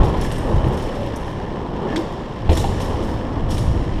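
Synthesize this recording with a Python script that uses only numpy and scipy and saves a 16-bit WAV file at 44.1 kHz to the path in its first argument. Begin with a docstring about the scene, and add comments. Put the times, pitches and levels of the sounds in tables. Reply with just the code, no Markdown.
"""Bicycle on indoor plywood ramps

A large hall, heard from a microphone on the rider's chest. Just below it the tyres roar on the boards,
the hollow decks rumble, boom and thump, and the bike lands hard at 2.5 s, then reaches the flat floor.
Jolts make the frame knock and the chain rattle close by; farther off, the hall rings on after them."""
import sys
import numpy as np
from scipy import signal
from scipy.fft import rfft, irfft, next_fast_len
from scipy.io import wavfile
from scipy.ndimage import map_coordinates

SR = 44100
rng = np.random.default_rng(int(sys.argv[2]) if len(sys.argv) > 2 else 0)


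def dump_mix(stems):
    """Bounce the given channels to the path in sys.argv[1] as a 16-bit WAV at rate SR."""
    frames = np.atleast_2d(stems).T  # one column per channel
    limited = np.clip(frames, -1, 1)  # hard clip at full scale
    pcm = np.round(limited * 32767).astype(np.int16)
    wavfile.write(sys.argv[1], SR, pcm)


N = 176400

# spectrum of the tread's hiss (frequency [Hz], relative level [dB])
TREAD_COLOUR = [(900, -0.5), (1400, -5), (1750, 5), (2100, -2.5), (2550, -5), (3050, -1), (3900, -9.5),
                (4750, -14.5), (5400, -11), (6300, -21), (8500, -24.5), (10500, -33.5), (13300, -35),
                (15000, -55)]
# modes of chain and sprockets (frequency [Hz], relative level [dB], t60 [s])
STEEL_MODES = [(5420, 6.5, 0.074), (5774, 1, 0.048), (6420, -3.5, 0.085), (6950, -4.5, 0.08),
               (7420, -7, 0.074), (7940, -6, 0.068), (8670, -4.5, 0.065), (9625, -5.5, 0.11),
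               (11100, -4, 0.09), (11370, -7.5, 0.074), (13150, -10, .06)]


def amp(db):
    """Decibels to gain."""
    return 10 ** (np.asarray(db) / 20)


def along(points, hz):
    """Read (Hz, value) points on a log frequency axis."""
    freqs, values = np.transpose(points)
    return np.interp(np.log(hz + 1), np.log(freqs + 1), values)


def curve(rows):
    """Join (s, value) points, one value per sample."""
    return np.interp(np.arange(N) / SR, *np.transpose(rows))


def wobble(rate_hz):
    """A smooth random curve with rate_hz knots a second."""
    knots = rng.standard_normal(int(N * rate_hz / SR) + 4)
    return map_coordinates(knots, [np.arange(N) * rate_hz / SR])


def swell(s, width_s):
    """A smooth rise and fall around time s."""
    return np.exp(-.5 * ((np.arange(N) / SR - s) / width_s) ** 2)


def rise(t, attack_s):
    """An onset that climbs from 0 towards 1."""
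    return 1 - np.exp(-t / attack_s)


def noise(colour, size=N):
    """Noise of rms 1 with the given spectrum."""
    gain = amp(along(colour, np.fft.rfftfreq(size, 1 / SR)))
    shaped = irfft(rfft(rng.standard_normal(size)) * gain, size)
    return shaped / np.sqrt(np.mean(shaped ** 2) + 1e-20)


def focused(colour, pitch, width_oct, boost_db):
    """A spectrum with one broad resonance raised at the pitch."""
    hz = np.geomspace(100, SR / 2, 200)
    resonance_db = boost_db * np.exp(-(np.log2(hz / pitch) / width_oct) ** 2)
    return np.column_stack([hz, along(colour, hz) + resonance_db])


def burst(colour, t, t60, attack_s):
    """Coloured noise that starts quickly and dies away."""
    return noise(colour, size=len(t)) * amp(-60 * t / t60) * rise(t, attack_s)


def ringing(modes, t, detune, scatter_db, pitch=1):
    """Struck modes, their frequencies times pitch, a little different at each blow."""
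    out = np.zeros(len(t))
    for mode, db, t60 in modes:
        envelope = amp(db + scatter_db * rng.normal() - 60 * t / t60)
        hz = pitch * mode * (1 + detune * rng.normal())
        out += envelope * np.sin(2 * np.pi * hz * t)
    return out


def add(track, s, sound):
    """Mix a sound into the track at time s."""
    part = track[max(round(s * SR), 0):][:len(sound)]
    part += sound[:len(part)]


def tyres(ramp_db=2.5, floor_db=3.5, floor_at_s=3.1, fade_s=0.16, rough_db=0.56, grain_db=2):
    """Roar and grainy tread hiss follow the load; the roar deepens on the flat floor."""
    # loudness of the roar and of the hiss (time [s], relative level [dB])
    roar_level = [(0, -20.5), (.06, -23), (.2, -27), (.38, -30), (.49, -25), (.72, -26), (.85, -28.5),
                  (1.3, -31), (1.72, -30), (1.86, -26), (1.98, -27), (2.08, -30), (2.45, -33), (2.53, -27),
                  (2.68, -27.5), (2.77, -30), (2.84, -27.5), (3.02, -27), (3.15, -29), (4, -31.5)]
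    hiss_level = [(0, -37), (.3, -38.5), (.95, -39), (1.35, -41.5), (1.72, -43.5), (1.93, -39.5),
                  (2.1, -42.5), (2.45, -41.5), (2.6, -39.5), (3, -39.5), (3.3, -42), (3.7, -41), (4, -40.5)]
    # spectrum of the roar on each surface (frequency [Hz], relative level [dB])
    ramp_colour = [(110, -17), (150, -0.5), (200, -1.5), (265, -2), (340, -1.5), (530, -4), (660, -9.5),
                   (820, -7.5), (1030, -9), (1230, -17.5), (1500, -25), (2000, -60), (3000, -120)]
    floor_colour = [(88, -19), (150, -4.5), (221, -4), (315, -3.5), (425, -11.5), (468, -8), (556, -11),
                    (825, -14), (991, -13.5), (1500, -29), (1950, -60), (3300, -120)]
    floor_share = np.clip((np.arange(N) / SR - floor_at_s) / fade_s + .5, 0, 1)
    on_ramp = np.sqrt(1 - floor_share) * amp(ramp_db) * noise(ramp_colour)
    on_floor = np.sqrt(floor_share) * amp(floor_db) * noise(floor_colour)
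    hiss = noise(TREAD_COLOUR) * amp(curve(hiss_level) + grain_db * wobble(350))
    roar = (on_ramp + on_floor) * amp(curve(roar_level) + rough_db * wobble(40))
    return roar + hiss


def rumble():
    """Decks and bike shake low beneath the microphone."""
    # spectrum of the shaking (frequency [Hz], relative level [dB])
    colour = [(12, -14), (25, 4.5), (38, -2), (60, -2), (115, -2), (160, -10.5), (230, -16.5), (400, -46),
              (1000, -110)]
    # its loudness (time [s], level [dB])
    level = [(0, -10.5), (.15, -23), (.4, -22), (.7, -21), (.85, -25.5), (1.3, -28.5), (1.65, -30.5),
             (2.35, -32), (2.47, -20.5), (2.62, -17), (2.8, -22.5), (3.1, -25.5), (3.3, -23), (3.45, -21.5),
             (3.7, -18.5), (4, -23.5)]
    return noise(colour) * amp(curve(level))


def thumps(attack_s=0.0021):
    """A soft tyre blow pushes the deck down and rings its low modes; each spot has its own pitch."""
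    # wheels hit the deck (time [s], level [dB], pitch [Hz])
    hits = [(.002, -29, 110), (0.024, -24, 60), (0.054, -18, 52.5), (0.183, -14.5, 49), (0.542, -7, 88),
            (0.571, -10, 43.8), (0.638, -11, 59.7), (0.665, -9, 126.2), (2.493, -2.5, 76),
            (3.486, -18, 71.5), (3.678, -8, 61.3)]
    # modes of the deck (frequency [multiple of the pitch], relative level [dB], t60 [s])
    deck_modes = [(.48, -11, 0.095), (1, 2, 0.14), (1.45, -9.5, 0.19), (2.85, -11, 0.091)]
    out, t = np.zeros(N), np.arange(SR // 2) / SR
    for s, db, pitch in hits:
        ring = ringing(deck_modes, t, detune=0.038, scatter_db=0, pitch=pitch)
        add(out, s, -amp(db) * ring * rise(t, attack_s))
    return out


def booms(wander_share=0.048, rough_db=2.5):
    """A wheel rolling across a hollow panel swells that panel's unsteady note."""
    # panel crossings (time [s], pitch [Hz], level [dB], width [s])
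    crossings = [(0.029, 346, -25.5, 0.021), (.5, 551, -29.5, 0.027), (.725, 363, -27, 0.018),
                 (1.02, 554, -30.5, 0.066), (1.855, 375, -25, 0.018), (1.978, 321, -21, 0.025),
                 (2.52, 329, -26, 0.014), (3.015, 350, -19.5, 0.0053), (3.034, 230, -24.5, 0.02)]
    out = np.zeros(N)
    for s, hz, db, width_s in crossings:
        phase = 2 * np.pi * np.cumsum(hz * (1 + wander_share * wobble(120))) / SR
        out += amp(db) * swell(s, width_s) * np.sqrt(2) * np.sin(phase)
    return out * amp(rough_db * wobble(90))


def knocks(attack_s=0.0026):
    """Jolts knock boards and frame: a dull thud with the hollow ring of plywood."""
    # jolts (time [s], level [dB], pitch of the ring [Hz])
    jolts = [(.03, -23.5, 707), (.14, -27, 886), (.25, -34, 602), (.64, -21.5, 434), (1.961, -26.5, 826),
             (2.491, -12.5, 317), (2.497, -24.5, 600), (2.515, -16, 448), (2.568, -23.5, 858),
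             (2.641, -19.5, 787), (2.801, -21.5, 693)]
    # spectrum of the thud (frequency [Hz], relative level [dB])
    colour = [(100, -24), (250, 10), (520, 3.5), (900, 3.5), (1400, -16.5), (1900, -8), (2500, -9),
              (3200, -10.5), (4200, -14.5), (5000, -37), (7000, -31), (15000, -61)]
    # modes of the boards (frequency [multiple of the pitch], relative level [dB], t60 [s])
    plywood_modes = [(0.794, -6.5, 0.15), (1.004, -1.5, 0.12), (1.138, 4.5, 0.054)]
    out, t = np.zeros(N), np.arange(SR // 4) / SR
    for s, db, pitch in jolts:
        ring = ringing(plywood_modes, t, detune=0.0036, scatter_db=4, pitch=pitch)
        thud = burst(colour, t, t60=0.061, attack_s=attack_s)
        add(out, s, amp(db) * (thud + ring * rise(t, attack_s)))
    return out


def clacks():
    """Hard parts of the bike clack near the microphone, each with its own resonance."""
    # strikes (time [s], level [dB], pitch of the struck part [Hz])
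    strikes = [(.031, -25, 3000), (.138, -32, 2980), (0.22, -26, 2400), (0.248, -23, 1790),
               (0.314, -21.5, 2790), (1.959, -17.5, 2230), (1.961, -19, 4300), (1.966, -18, 3720),
               (1.975, -21, 5250), (2.497, -22, 1950), (2.53, -21, 1900), (2.567, -20.5, 2000),
               (2.573, -19.5, 3700), (2.637, -28, 1800), (2.801, -27.5, 3000), (3.488, -30, 3170),
               (3.569, -25, 2400), (3.579, -22, 4000)]
    # spectrum of a clack (frequency [Hz], relative level [dB])
    colour = [(800, -18), (1800, 1), (2600, -11), (3400, -1.5), (4300, -11), (5000, -11), (8000, -16),
              (11000, -31), (15000, -38)]
    out, t = np.zeros(N), np.arange(SR // 4) / SR
    for s, db, pitch in strikes:
        part_colour = focused(colour, pitch, width_oct=0.18, boost_db=9)
        add(out, s, amp(db) * burst(part_colour, t, t60=0.024, attack_s=0.0021))
    return out


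def link(t, tint_db=4.5, ring_db=-15):
    """One chain link ticks, with a tint of its own, and rings the steel."""
    # spectrum of the tick (frequency [Hz], relative level [dB])
    colour = [(1500, -23), (3000, 10.5), (4700, 1.5), (5400, 3), (6200, -1.5), (7200, -1.5), (8400, -1),
              (10300, -6.5), (11300, -13), (12300, -13), (13300, -6), (14200, -29), (15200, -19)]
    tinted = [(hz, db + tint_db * rng.normal()) for hz, db in colour]
    tick = burst(tinted, t, t60=0.047, attack_s=0.0011)
    return tick + amp(ring_db) * ringing(STEEL_MODES, t, detune=0.0248, scatter_db=3)


def chain(links=14, contact_db=-3, jingle_db=-3, spread_db=3.5, loss_db_per_s=76):
    """Each slap is one firm contact amid a jingle of loose links that builds and thins out."""
    # slaps of the chain (time [s], relative level [dB])
    slaps = [(0.042, -39), (0.17, -42), (0.212, -35.5), (0.242, -38), (.318, -39), (0.489, -48),
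             (0.648, -46), (.725, -43), (0.773, -38), (0.817, -40.5), (0.846, -49), (0.949, -47),
             (1.009, -47), (1.265, -48), (1.969, -40.5), (2.508, -35), (2.53, -32), (2.573, -28),
             (2.594, -38), (2.803, -33.5), (2.82, -43), (2.891, -50), (3.025, -40.5), (3.09, -47),
             (3.494, -42), (3.506, -32.5), (3.518, -43), (3.541, -42), (3.58, -36), (3.612, -54)]
    mean_delay_s, lead_s = .035, .008
    out, t = np.zeros(N), np.arange(SR // 10) / SR
    for s, db in slaps:
        add(out, s, amp(db + contact_db) * link(t))
        delays = -mean_delay_s * np.log((np.arange(links) + rng.random(links)) / links)
        for delay, strength in zip(delays, rng.uniform(-1, 1, links)):
            link_db = db + jingle_db + spread_db * strength - loss_db_per_s * delay
            add(out, s - lead_s + delay, rise(delay, lead_s) * amp(link_db) * link(t))
    return out


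def clinks(attack_s=0.0024, ring_db=-21.5):
    """Steel meets steel once: a dry tick, brightest near one pitch, and a faint ring."""
    # chain strikes sprocket (time [s], level [dB], brightest pitch [Hz])
    strikes = [(.211, -32, 9900), (.243, -37, 7500), (.319, -31, 8500), (.381, -33, 8700),
               (.559, -40, 6100), (.68, -43, 11400), (.729, -44, 11400), (1.061, -44, 11400),
               (1.159, -32.5, 5900), (1.165, -36, 9600), (2.571, -24, 7350), (2.65, -41, 9600),
               (3.506, -33, 5740), (3.579, -31.5, 9050)]
    # spectrum of the tick (frequency [Hz], relative level [dB])
    colour = [(4000, -20), (5500, -3), (11400, -4), (13300, -9), (15000, -32)]
    out, t = np.zeros(N), np.arange(SR // 6) / SR
    for s, db, pitch in strikes:
        tick_colour = focused(colour, pitch, width_oct=0.12, boost_db=11.5)
        tick = burst(tick_colour, t, t60=0.034, attack_s=attack_s)
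        ring = ringing(STEEL_MODES, t, detune=0.0156, scatter_db=2) * rise(t, attack_s)
        add(out, s, amp(db) * (tick + amp(ring_db) * ring))
    return out


def hall(sound):
    """The far walls return a tail in which each frequency dies at its own speed."""
    # reverberation of the hall (frequency [Hz], t60 [s])
    decay_times = [(100, 1.9), (1000, 0.4), (5000, 1.87), (13000, 0.78)]
    hz, t, spectra = signal.stft(rng.standard_normal(SR * 2), SR, nperseg=256)
    envelope = amp(-60 * t / along(decay_times, hz)[:, None]) * rise(t, attack_s=0.0028)
    _, tail = signal.istft(spectra * envelope, SR, nperseg=256)
    return signal.fftconvolve(sound, tail / np.linalg.norm(tail))[:N]


def scrub(at_s=1.925, pitch_hz=1750, level_db=-36):
    """The tread scuffs on the steep ramp: its hiss narrows around one pitch."""
    colour = focused(TREAD_COLOUR, pitch_hz, width_oct=.15, boost_db=14)
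    return amp(level_db) * swell(at_s, width_s=.025) * noise(colour)


def scene():
    """Mono, at the rider's chest: bike and decks up close, the hall behind the blows and the rattle."""
    blows = knocks() + clacks()
    rattle = chain() + clinks()
    reverb = hall(amp(-10) * blows + amp(-5) * rattle)
    wheels = tyres() + scrub() + rumble() + booms() + thumps()
    return (wheels + blows + rattle + reverb)[None]


def record(dry, overload=.97, top_hz=15400):
    """The chest microphone rounds the loudest peaks and cuts the top treble; the ends fade briefly."""
    rounded = dry / (1 + (dry / overload) ** 6) ** (1 / 6)
    faded = rounded * signal.windows.tukey(N, .001)
    padded_size = next_fast_len(N + SR // 2)
    passband = np.fft.rfftfreq(padded_size, 1 / SR) < top_hz
    return irfft(rfft(faded, padded_size) * passband, padded_size)[..., :N]


dry = scene()
out = record(dry)
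dump_mix(out)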